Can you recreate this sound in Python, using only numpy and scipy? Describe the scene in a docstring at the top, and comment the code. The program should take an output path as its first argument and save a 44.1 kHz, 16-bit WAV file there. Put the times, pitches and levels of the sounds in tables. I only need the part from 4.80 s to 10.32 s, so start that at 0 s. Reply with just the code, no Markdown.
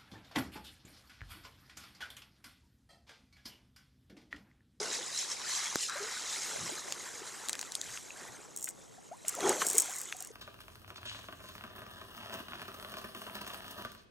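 """Splashing, hissing water and a gulp of bubbles come first: a hooked fish thrashes in a creek's shallows.
An angler steps along the gravel bank and lifts it out; twigs and pebbles crack, the lure's hooks rattle.
Crowds of tiny ringing bubbles and noise make the water; rising tones make the larger bubbles.
Short noise bursts make the slaps and cracks; fading tones make the hooks and the ticks of the camera's shell.
A mid and a side capsule hear it, and are turned into left and right."""
import sys
import numpy as np
from scipy import signal
from scipy.fft import rfft, irfft, next_fast_len
from scipy.io import wavfile
from scipy.ndimage import uniform_filter1d, map_coordinates

SR = 44100
rng = np.random.default_rng(int(sys.argv[2]) if len(sys.argv) > 2 else 0)


def dump_mix(stems):
    """Bounce the given channels to the path in sys.argv[1] as a 16-bit WAV at rate SR."""
    frames = np.atleast_2d(stems).T  # one column per channel
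    limited = np.clip(frames, -1, 1)  # hard clip at full scale
    pcm = np.round(limited * 32767).astype(np.int16)
    wavfile.write(sys.argv[1], SR, pcm)


def how_loud(loudness_db):
    """Turn decibels into a plain amplitude multiplier (0 dB gives 1, 20 dB gives 10)."""
    steps = np.asarray(loudness_db, float) / 20
    return 10 ** steps


N = 243414  # length in samples

# share of fine, thin spray as the fish comes close: (time [s], share [0-1])
FINE_SHARE = [(0, 0.07), (1.0, 0.21), (2.6, 0.73), (5.52, 1)]
# colours of the water layers and of the breeze: (frequency [Hz], level per Hz [dB])
COARSE_SPRAY_COLOUR = [(1650, -9), (3940, -11), (4430, -9.5), (5130, -3), (7330, -4), (14000, -36),
                       (15400, -80)]
FINE_SPRAY_COLOUR = [(1650, -28.5), (2800, -9.5), (4980, -13), (6480, -1.5), (7720, -3.5), (14400, -23),
                     (16000, -51.5)]
WASH_COLOUR = [(500, -9.5), (1400, -1), (2100, 0.5), (3000, -11.5), (4500, -11)]
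SLOSH_COLOUR = [(25, -40), (200, -9), (380, -6), (800, -7), (1600, -14)]
BREEZE_COLOUR = [(25, -21.5), (150, -10), (500, -14.5), (1000, -21), (3200, -40)]
# large bubbles: (time [s], level [dB], pitch [Hz], pitch rise in one life [share], life [s])
LARGE_BUBBLES = [(.004, -37.5, 428.7, 0.131, 0.04201), (.186, -42, 485.1, 0.1995, 0.01785),
                 (1.154, -39.5, 583.1, 0.2739, 0.02858), (1.199, -39.5, 407.8, 0.1247, 0.0542),
                 (1.914, -44, 327.1, 0.5468, 0.03024), (2.417, -41.5, 360.9, 0.1064, 0.00766),
                 (3.305, -36, 2499, 0.0501, 0.002425), (4.179, -47, 735.4, 0.1892, 0.01321),
                 (4.313, -37, 749, 0.4765, 0.025995), (4.445, -45, 614.1, 0.0652, 0.01281),
                 (4.584, -31.5, 692.2, 0.1752, 0.008705), (4.619, -37, 421.4, 0.0502, 0.02132),
                 (4.627, -35, 733.5, 0.0445, 0.0295), (4.638, -25, 371.8, 0.1129, 0.03819),
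                 (4.688, -27, 363.2, 0.042, 0.02656), (4.944, -32, 422.8, 0.0914, 0.01919),
                 (5.084, -39, 756.4, 0.1002, 0.01394), (5.3455, -44.5, 740.2, 0.0505, 0.01239),
                 (4.541, -40.5, 1311, 0.0499, 0.00775), (4.565, -42.5, 520.6, 0.147, 0.01645),
                 (4.711, -29, 1157, 0.464, 0.01084), (4.76, -36.5, 521.4, .1, 0.01317),
                 (5.407, -47, 735, 0.0483, 0.011946), (5.503, -45, 443.2, 0.0912, 0.01048)]
# twigs and pebbles underfoot, before filtering: (time [s], snap level [dB], knock level [dB])
FOOT_CRACKS = [(1.0968, -20.5, -49.5), (2.1234, -13.5, -33), (2.686, -12, -43.5), (2.695, -11, -31.5),
               (2.7306, -11.5, -40.5), (2.7532, -22.5, -35), (2.7925, -17, -36), (2.813, -17, -49),
               (2.8284, -25.5, -35.5), (2.9206, -17.5, -70), (2.9522, -11.5, -60), (3.014, -15.5, -62.5),
               (4.6062, -20, -34)]
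# pebbles knocking together with no snap, before filtering: (time [s], level [dB], centre [Hz])
PEBBLE_KNOCKS = [(0.9265, -12, 1400), (3.174, -11, 2200), (4.4503, -19, 2200), (5.3251, -4, 2400)]
# clearest knocks of the lure's hooks and rings, before filtering: (time [s], peak level [dB])
HOOK_KNOCKS = [(3.7628, -29.5), (3.773, -29.5), (3.8266, -29), (3.8424, -26), (3.8886, -27), (4.482, -19.5),
               (4.551, -31), (4.6936, -16.5), (4.8666, -19.5), (4.871, -25), (4.8856, -22), (4.9005, -20),
               (4.953, -23), (4.982, -9.5), (4.986, -16.5), (4.9993, -16), (5.005, -20), (5.215, -28),
               (5.367, -38), (5.4051, -32), (5.424, -31.5), (5.448, -34), (5.472, -37.5)]
# tones of the lure's steel parts: (pitch [Hz], level [dB], time to fade by 60 dB [s])
HOOK_TONES = [(5708, -2, 0.01446), (6819, 1, 0.015466), (7600.5, 8.5, 0.007343), (8494, 1, 0.01258),
              (9993, -6, 0.00793), (12899, -6, 0.00886)]
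# soft blows, from a tail slap to a footfall and a gush up the bank, before filtering:
# (time [s], level [dB], centre [Hz], width [share of centre], time to fade by 60 dB [s])
SOFT_BLOWS = [(1.08, -15, 1420, .5, 1.1), (1.77, -14, 140, .95, .25), (2.733, -22, 1950, .55, .09),
              (3.05, -28, 105, .95, .3), (3.45, -30, 120, .95, .3), (3.871, -25, 1900, .95, .045),
              (4.8145, -6, 1300, 1.1, 0.03)]
# a tap close to the microphone, before halving and filtering: (time [s], push level [dB], edge level [dB])
CLOSE_TAP = (.9575, -14.5, -16.5)
# how much the shallows churn between splashes: (time [s], spray level [dB])
CHURN_LEVEL = [(0, -49), (.65, -46), (0.92, -54), (1.09, -56), (1.16, -43), (1.85, -46), (2.6, -48.5),
               (3.22, -57), (4.03, -60.5), (4.445, -61), (4.46, -51), (4.6, -48), (5.05, -46.5),
               (5.52, -61)]
# splashes of fish and feet: (peak time [s], spray level [dB], wash level [dB], time to fade by 10 dB [s])
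SPLASH_HITS = [(.04, -39.5, -46.5, 0.118), (0.147, -34, -44, 0.0463), (0.384, -34, -58.5, 0.0883),
               (0.514, -35.5, -50, 0.0381), (0.702, -37, -46, 0.0945), (0.769, -36, -45.5, 0.0763),
               (0.866, -38, -43, 0.1092), (1.032, -32.5, -68.5, 0.062), (1.58, -40.5, -50.5, 0.3642),
               (3.11, -47, -54, 0.2598), (3.42, -53, -53, 0.1897), (4.487, -42, -52, .02),
               (4.69, -35.5, -38.5, .075), (4.818, -33, -44, .025), (4.98, -41.5, -49.5, 0.2864)]
# heavy water heaving around the fish: (peak time [s], slosh level [dB], time to fade by 10 dB [s])
WATER_HEAVES = [(0.0, -44.5, 0.2288), (1.75, -52.5, 0.8034), (2.78, -53, 0.0016), (3.46, -55, 0.2829),
                (4.671, -33.5, 0.1024), (4.82, -40.5, 0.1252)]
# the lure shaken: (start [s], length [s], level [dB])
LURE_SHAKES = [(3.777, 0.135, -38.5), (4.485, 0.011681, -28), (4.846, 0.1829, -31), (5.039, .2, -38)]
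# the fish starts off to one side, then swings ahead: (time [s], gain of the extra side water [dB])
ASIDE_GAIN = [(0.05, -20.5), (.75, -13.5), (1.0, -35)]
# dull ticks in the hand-held camera's housing: (time [s], level [dB])
GRIP_TICKS = [(1.76, -30), (1.893, -31.5), (2.083, -35)]

# wash and slosh levels in dB at a churn of -48 dB, and the dB each gains per dB of churn
WASH_DB, WASH_GROWS = -53, 1.2037
SLOSH_DB, SLOSH_GROWS = -60.5, 0.4433
SPLASH_RISE, HEAVE_RISE = 0.8799, 0.5467  # rise time over fade time
SLAP_RISE_CYCLES = 7  # rise time of a soft blow, in cycles of its centre pitch
JINGLE_GAP_S, JINGLE_SPREAD_DB = .0055, 4
HOUSING_HZ, HOUSING_T60_S = 721.6, 0.01978


def unit(x):
    """Scaled to rms 1."""
    return x / np.sqrt(np.mean(x ** 2) + 1e-20)


def curves(rows):
    """One value per sample for each column after the time."""
    s, *cols = np.transpose(rows)
    return [np.interp(np.arange(N) / SR, s, c) for c in cols]


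def filtered(x, response):
    """x times a complex response of frequency."""
    m = next_fast_len(N + 8192)
    return irfft(rfft(x, m) * response(np.fft.rfftfreq(m, 1 / SR)), m)[..., :N]


def coloured(x, spectrum):
    """x shaped by (frequency [Hz], level [dB]) points on a log axis, rms 1."""
    f, db = np.transpose(spectrum)

    def shape(hz):
        return how_loud(np.interp(np.log(hz + 1), np.log(f), db, left=-90, right=-90))

    return unit(filtered(x, shape))


def peak(hz, centre_hz, width_hz):
    """A causal resonance, with gain 1 at its centre."""
    return 1j * hz * width_hz / (centre_hz ** 2 - hz ** 2 + 1j * hz * width_hz)


def wobble(rate):
    """A smooth random curve through that many random points a second."""
    points = rng.standard_normal(int(N * rate / SR) + 4)
    return map_coordinates(points, [np.arange(N) * rate / SR])


def add(track, s, sound):
    """Lays a sound into the track at time s."""
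    part = track[round(s * SR):][:len(sound)]
    part += sound[:len(part)]


def burst(t, rise_s, t60):
    """A noisy burst of peak 1 that swells quickly and dies."""
    sound = (1 - np.exp(-(t / rise_s) ** 2)) * how_loud(-60 * t / t60) * rng.standard_normal(len(t))
    return sound / np.max(np.abs(sound))


def swell(s, fade_s, rise):
    """Level in dB that climbs straight to 0 at time s and falls away again."""
    late = np.arange(N) / SR - s
    return -10 * np.maximum(late, -late / rise) / fade_s


def louder(*levels_db):
    """Level of unrelated noises heard together: their powers add."""
    return 10 * np.log10(sum(how_loud(db) ** 2 for db in levels_db))


def breeze():
    """Breeze at the microphone ports: low, steady noise, separate in mid and side."""
    return coloured(rng.standard_normal((2, N)), BREEZE_COLOUR) * how_loud([[-67], [-58]])


def banks(x):
    """The creek banks scatter back a short dull tail, different for the two capsules."""
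    t = np.arange(SR // 5) / SR
    tail = rng.standard_normal((2, len(t))) * how_loud(-60 * t / 0.05284)
    return signal.fftconvolve(x[None], tail / np.linalg.norm(tail[0]), axes=1)[:, :N]


def housing():
    """The plastic shell rings a few cycles each time the grip shifts."""
    out, t = np.zeros(N), np.arange(SR // 25) / SR
    for s, db in GRIP_TICKS:
        hz = HOUSING_HZ * (1 + 0.2538 * rng.standard_normal())
        fade = how_loud(db + 5.5 - 60 * t / HOUSING_T60_S)
        onset = 1 - np.exp(-t / 0.000396)
        add(out, s, fade * onset * np.sin(2 * np.pi * hz * t))
    return out


def click():
    """A sharp edge and a hard knock, then a push of air that swings back once."""
    out, t = np.zeros(N), np.arange(SR // 50) / SR
    s, push_db, edge_db = CLOSE_TAP
    edge_tones = np.cos(2 * np.pi * 6100 * t) + 2 * np.cos(2 * np.pi * 3900 * t)
    edge = how_loud(edge_db - 60 * t / .006) * .5 * edge_tones
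    onset = 1 - np.exp(-t / .0001)
    push = how_loud(push_db - 60 * t / .007) * np.cos(2 * np.pi * 330 * t + 1.1) * onset
    body = how_loud(push_db - 60 * t / .005) * np.cos(2 * np.pi * 1500 * t)
    for late_s in (0, .00016):  # the contact lands twice
        add(out, s + late_s, (edge + body + push) / 2)
    return filtered(out, lambda hz: 1j * hz / (170 + 1j * hz))  # the microphone cuts the bass


def cracks():
    """A bright snap and a duller knock: a clean break, then a few milliseconds of crunch."""
    snaps, knocks, t = np.zeros(N), np.zeros(N), np.arange(SR // 50) / SR
    clean_break = t == 0  # a single sample
    for s, db, knock_db in FOOT_CRACKS:
        add(snaps, s, how_loud(db) * (2 * clean_break + burst(t, rise_s=.0003, t60=.0035)))
        crunch = .4 * burst(t, rise_s=0.0004, t60=0.006)
        add(knocks, s, how_loud(knock_db + 17.5) * (2 * clean_break + crunch))
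    bright = filtered(snaps, lambda hz: peak(hz, 7442.8, 3818) ** 2 - 0.9307 * peak(hz, 4358, 2709) ** 2)
    for s, db, centre_hz in PEBBLE_KNOCKS:
        blow = np.zeros(N)
        add(blow, s, how_loud(db) * (clean_break + .5 * burst(t, rise_s=0.0004, t60=0.006)))
        bright += filtered(blow, lambda hz: peak(hz, centre_hz, centre_hz) ** 2)
    return bright + filtered(knocks, lambda hz: peak(hz, 1600, 3600) ** 2)


def jingles():
    """Unevenly spaced knocks (time [s], level [dB]) for about as long as each shake lasts."""
    knocks = []
    for s, length, db in LURE_SHAKES:
        shift, size = rng.standard_normal((40, 2)).T
        late = JINGLE_GAP_S * (np.arange(len(shift)) + .3 * shift)
        count = int(length / JINGLE_GAP_S) + 1
        knocks += [(s + u, db + JINGLE_SPREAD_DB * v) for u, v in zip(late, size)][:count]
    return knocks


def lure():
    """Each knock rings the small steel parts at new strengths and slightly new pitches."""
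    out, t = np.zeros(N), np.arange(SR // 25) / SR
    hz, level_db, t60 = np.transpose(HOOK_TONES)[:, :, None]
    for s, db in HOOK_KNOCKS + jingles():
        luck = rng.standard_normal((2, len(HOOK_TONES), 1))
        strength = how_loud(level_db + 2.1 * luck[0] - 60 * t / t60)
        ring = strength * np.sin(2 * np.pi * hz * (1 + 0.02 * luck[1]) * t)
        onset = 1 - np.exp(-t / 0.00013)
        knock = ring.sum(axis=0) * onset + 2 * burst(t, rise_s=.0001, t60=.002)
        add(out, s, how_loud(db) * knock / np.max(np.abs(knock)))
    return filtered(out, lambda hz: 2 * peak(hz, 9500, 16000) ** 2)  # too small to push low sound


def slap():
    """Soft, broad blows: bursts of noise filtered around one pitch each."""
    out, t = np.zeros(N), np.arange(SR // 2) / SR
    for s, db, centre_hz, width, t60 in SOFT_BLOWS:
        blow = np.zeros(N)
        add(blow, s, how_loud(db) * burst(t, SLAP_RISE_CYCLES / centre_hz, t60))
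        out += filtered(blow, lambda hz: peak(hz, centre_hz, width * centre_hz) ** 2)
    return out


def bubbles():
    """A trapped pocket of air rings, its pitch climbing as it nears the surface."""
    out, t = np.zeros(N), np.arange(SR // 5) / SR
    knots = t[::SR // 200]
    for s, db, hz, rise, life in LARGE_BUBBLES:
        u = t / life
        climbing = hz * (1 + rise * (np.minimum(u, 2) - .5))
        shake = np.interp(t, knots, rng.standard_normal(len(knots)))  # the pocket wobbles
        pitch = climbing * (1 + .04 * shake)
        loudness = (1 - np.exp(-u / .15)) * np.exp(-u ** 2) * how_loud(2 * shake)
        phase = 2 * np.pi * np.cumsum(pitch) / SR
        overtone = .15 * np.exp(-2 * u) * np.sin(2 * phase)
        add(out, s, how_loud(db) * loudness * (np.sin(phase) + overtone))
    return out


def drops(count, low_hz, high_hz, cycles, spread_db, hiss):
    """Small bubbles of uneven size ring a few cycles on a bed of noise; the side gets the same crowd shifted by
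    half the scene."""
    when, pitch, size = rng.random((count, 3)).T
    hz = (low_hz * (high_hz / low_hz) ** pitch)[:, None]
    step = np.arange(1000000 // count)
    turns = hz * step / SR
    ring = np.sin(2 * np.pi * turns) * np.exp(-turns / cycles)
    ring *= how_loud(-spread_db * np.log(size + 0.0227))[:, None] * np.sqrt(hz)
    at = (when * N).astype(int)[:, None] + step
    crowd = unit(np.bincount(at.ravel(), ring.ravel(), N)[:N])
    return np.array([crowd, np.roll(crowd, N // 2)]) + hiss * rng.standard_normal((2, N))


def patchy(x, depth_db):
    """Random gain patches over time and pitch: no two handfuls of drops are alike."""
    z = signal.stft(x, nperseg=512)[2]
    field = uniform_filter1d(rng.standard_normal(z.shape[1:]), size=3, axis=0)  # over pitch
    field = uniform_filter1d(field, size=8, axis=1)  # over time
    return signal.istft(z * how_loud(depth_db * unit(field)), nperseg=512)[1][:, :N]


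def stirring():
    """Spray, wash and slosh levels in dB: a slow churn with splashes and heaves on top."""
    churn_db = curves(CHURN_LEVEL)[0]
    more_db = churn_db + 48
    shapes = [swell(s, fade_s, SPLASH_RISE) for s, _, _, fade_s in SPLASH_HITS]
    spray_hits = [row[1] + shape for row, shape in zip(SPLASH_HITS, shapes)]
    wash_hits = [row[2] + shape for row, shape in zip(SPLASH_HITS, shapes)]
    heaves = [db + swell(s, fade_s, HEAVE_RISE) for s, db, fade_s in WATER_HEAVES]
    spray_db = louder(churn_db, *spray_hits)
    wash_db = louder(WASH_DB + WASH_GROWS * more_db, *wash_hits)
    slosh_db = louder(SLOSH_DB + SLOSH_GROWS * more_db, *heaves)
    return spray_db, wash_db, slosh_db


def water():
    """Spray, wash and slosh: ever larger bubbles, so ever lower pitches, stirred unevenly."""
    spray_db, wash_db, slosh_db = stirring()
    close = curves(FINE_SHARE)[0]
    stir = wobble(25.074)
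    fizz = drops(count=9000, low_hz=3000, high_hz=15000, cycles=6, spread_db=2.8, hiss=1.2)
    fizz = patchy(fizz, depth_db=3.0)
    hollow = filtered(fizz, lambda hz: 1 + 2.2 * peak(hz, 3960, 260))  # a narrow ring in the churned water
    # the coarse spray lies more to the side; the fine spray is the same fizz backwards
    coarse = np.sqrt(1 - close) * coloured(hollow, COARSE_SPRAY_COLOUR) * how_loud([[0], [3]])
    fine = np.sqrt(close) * coloured(fizz[:, ::-1], FINE_SPRAY_COLOUR) * how_loud([[0], [-12]])
    wash = drops(count=3000, low_hz=800, high_hz=3500, cycles=6, spread_db=2.8, hiss=1.6)
    wash = coloured(patchy(wash, depth_db=1.4), WASH_COLOUR)
    slosh = drops(count=1500, low_hz=330, high_hz=1500, cycles=2, spread_db=1.5, hiss=2.5)
    slosh = coloured(slosh, SLOSH_COLOUR)
    return (how_loud(spray_db + 1.3 * stir) * (coarse + fine)
            + how_loud(wash_db + 1.026 * stir) * wash
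            + how_loud(slosh_db + 1.7054 * wobble(7.4)) * slosh)


def side_capsule(hz):
    """The side capsule rings near 9 kHz and favours low sound from all around."""
    ring = how_loud(7.5) * peak(hz, 9011.9, 1719.7) ** 3
    treble = how_loud(-2.0) * peak(hz, 13706, 5140) ** 2
    low = how_loud(-15.5) * peak(hz, 250, 230)
    return ring + treble + how_loud(-40.5) + low


def scene():
    """Mid and side signals, turned into left and right."""
    wet = water()
    hits = bubbles() + cracks() + lure() + slap()
    tap = click()
    echo = how_loud(-14) * banks(hits)
    air = breeze()
    mid = wet[0] + hits + tap + echo[0] + air[0]
    side = filtered(wet[1] + how_loud(-19.5) * (hits + tap) + how_loud(4.5) * echo[1], side_capsule)
    # extra side water, 10 ms late
    late_water = np.roll(wet[1], SR // 100)
    aside = how_loud(curves(ASIDE_GAIN)[0]) * filtered(late_water, lambda hz: 1 + 1.494 * peak(hz, 7950, 1352))
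    side = side + air[1] + how_loud(-20) * hits + aside + housing()
    return np.array([mid + side, mid - side])


def band_limit(x):
    """A steep low-pass at the top of the band."""
    return signal.sosfilt(signal.butter(12, 17000, fs=SR, output="sos"), x)


def record(dry):
    """Hands on the finished mix."""
    return band_limit(dry)


dry = scene()
out = record(dry)
dump_mix(out)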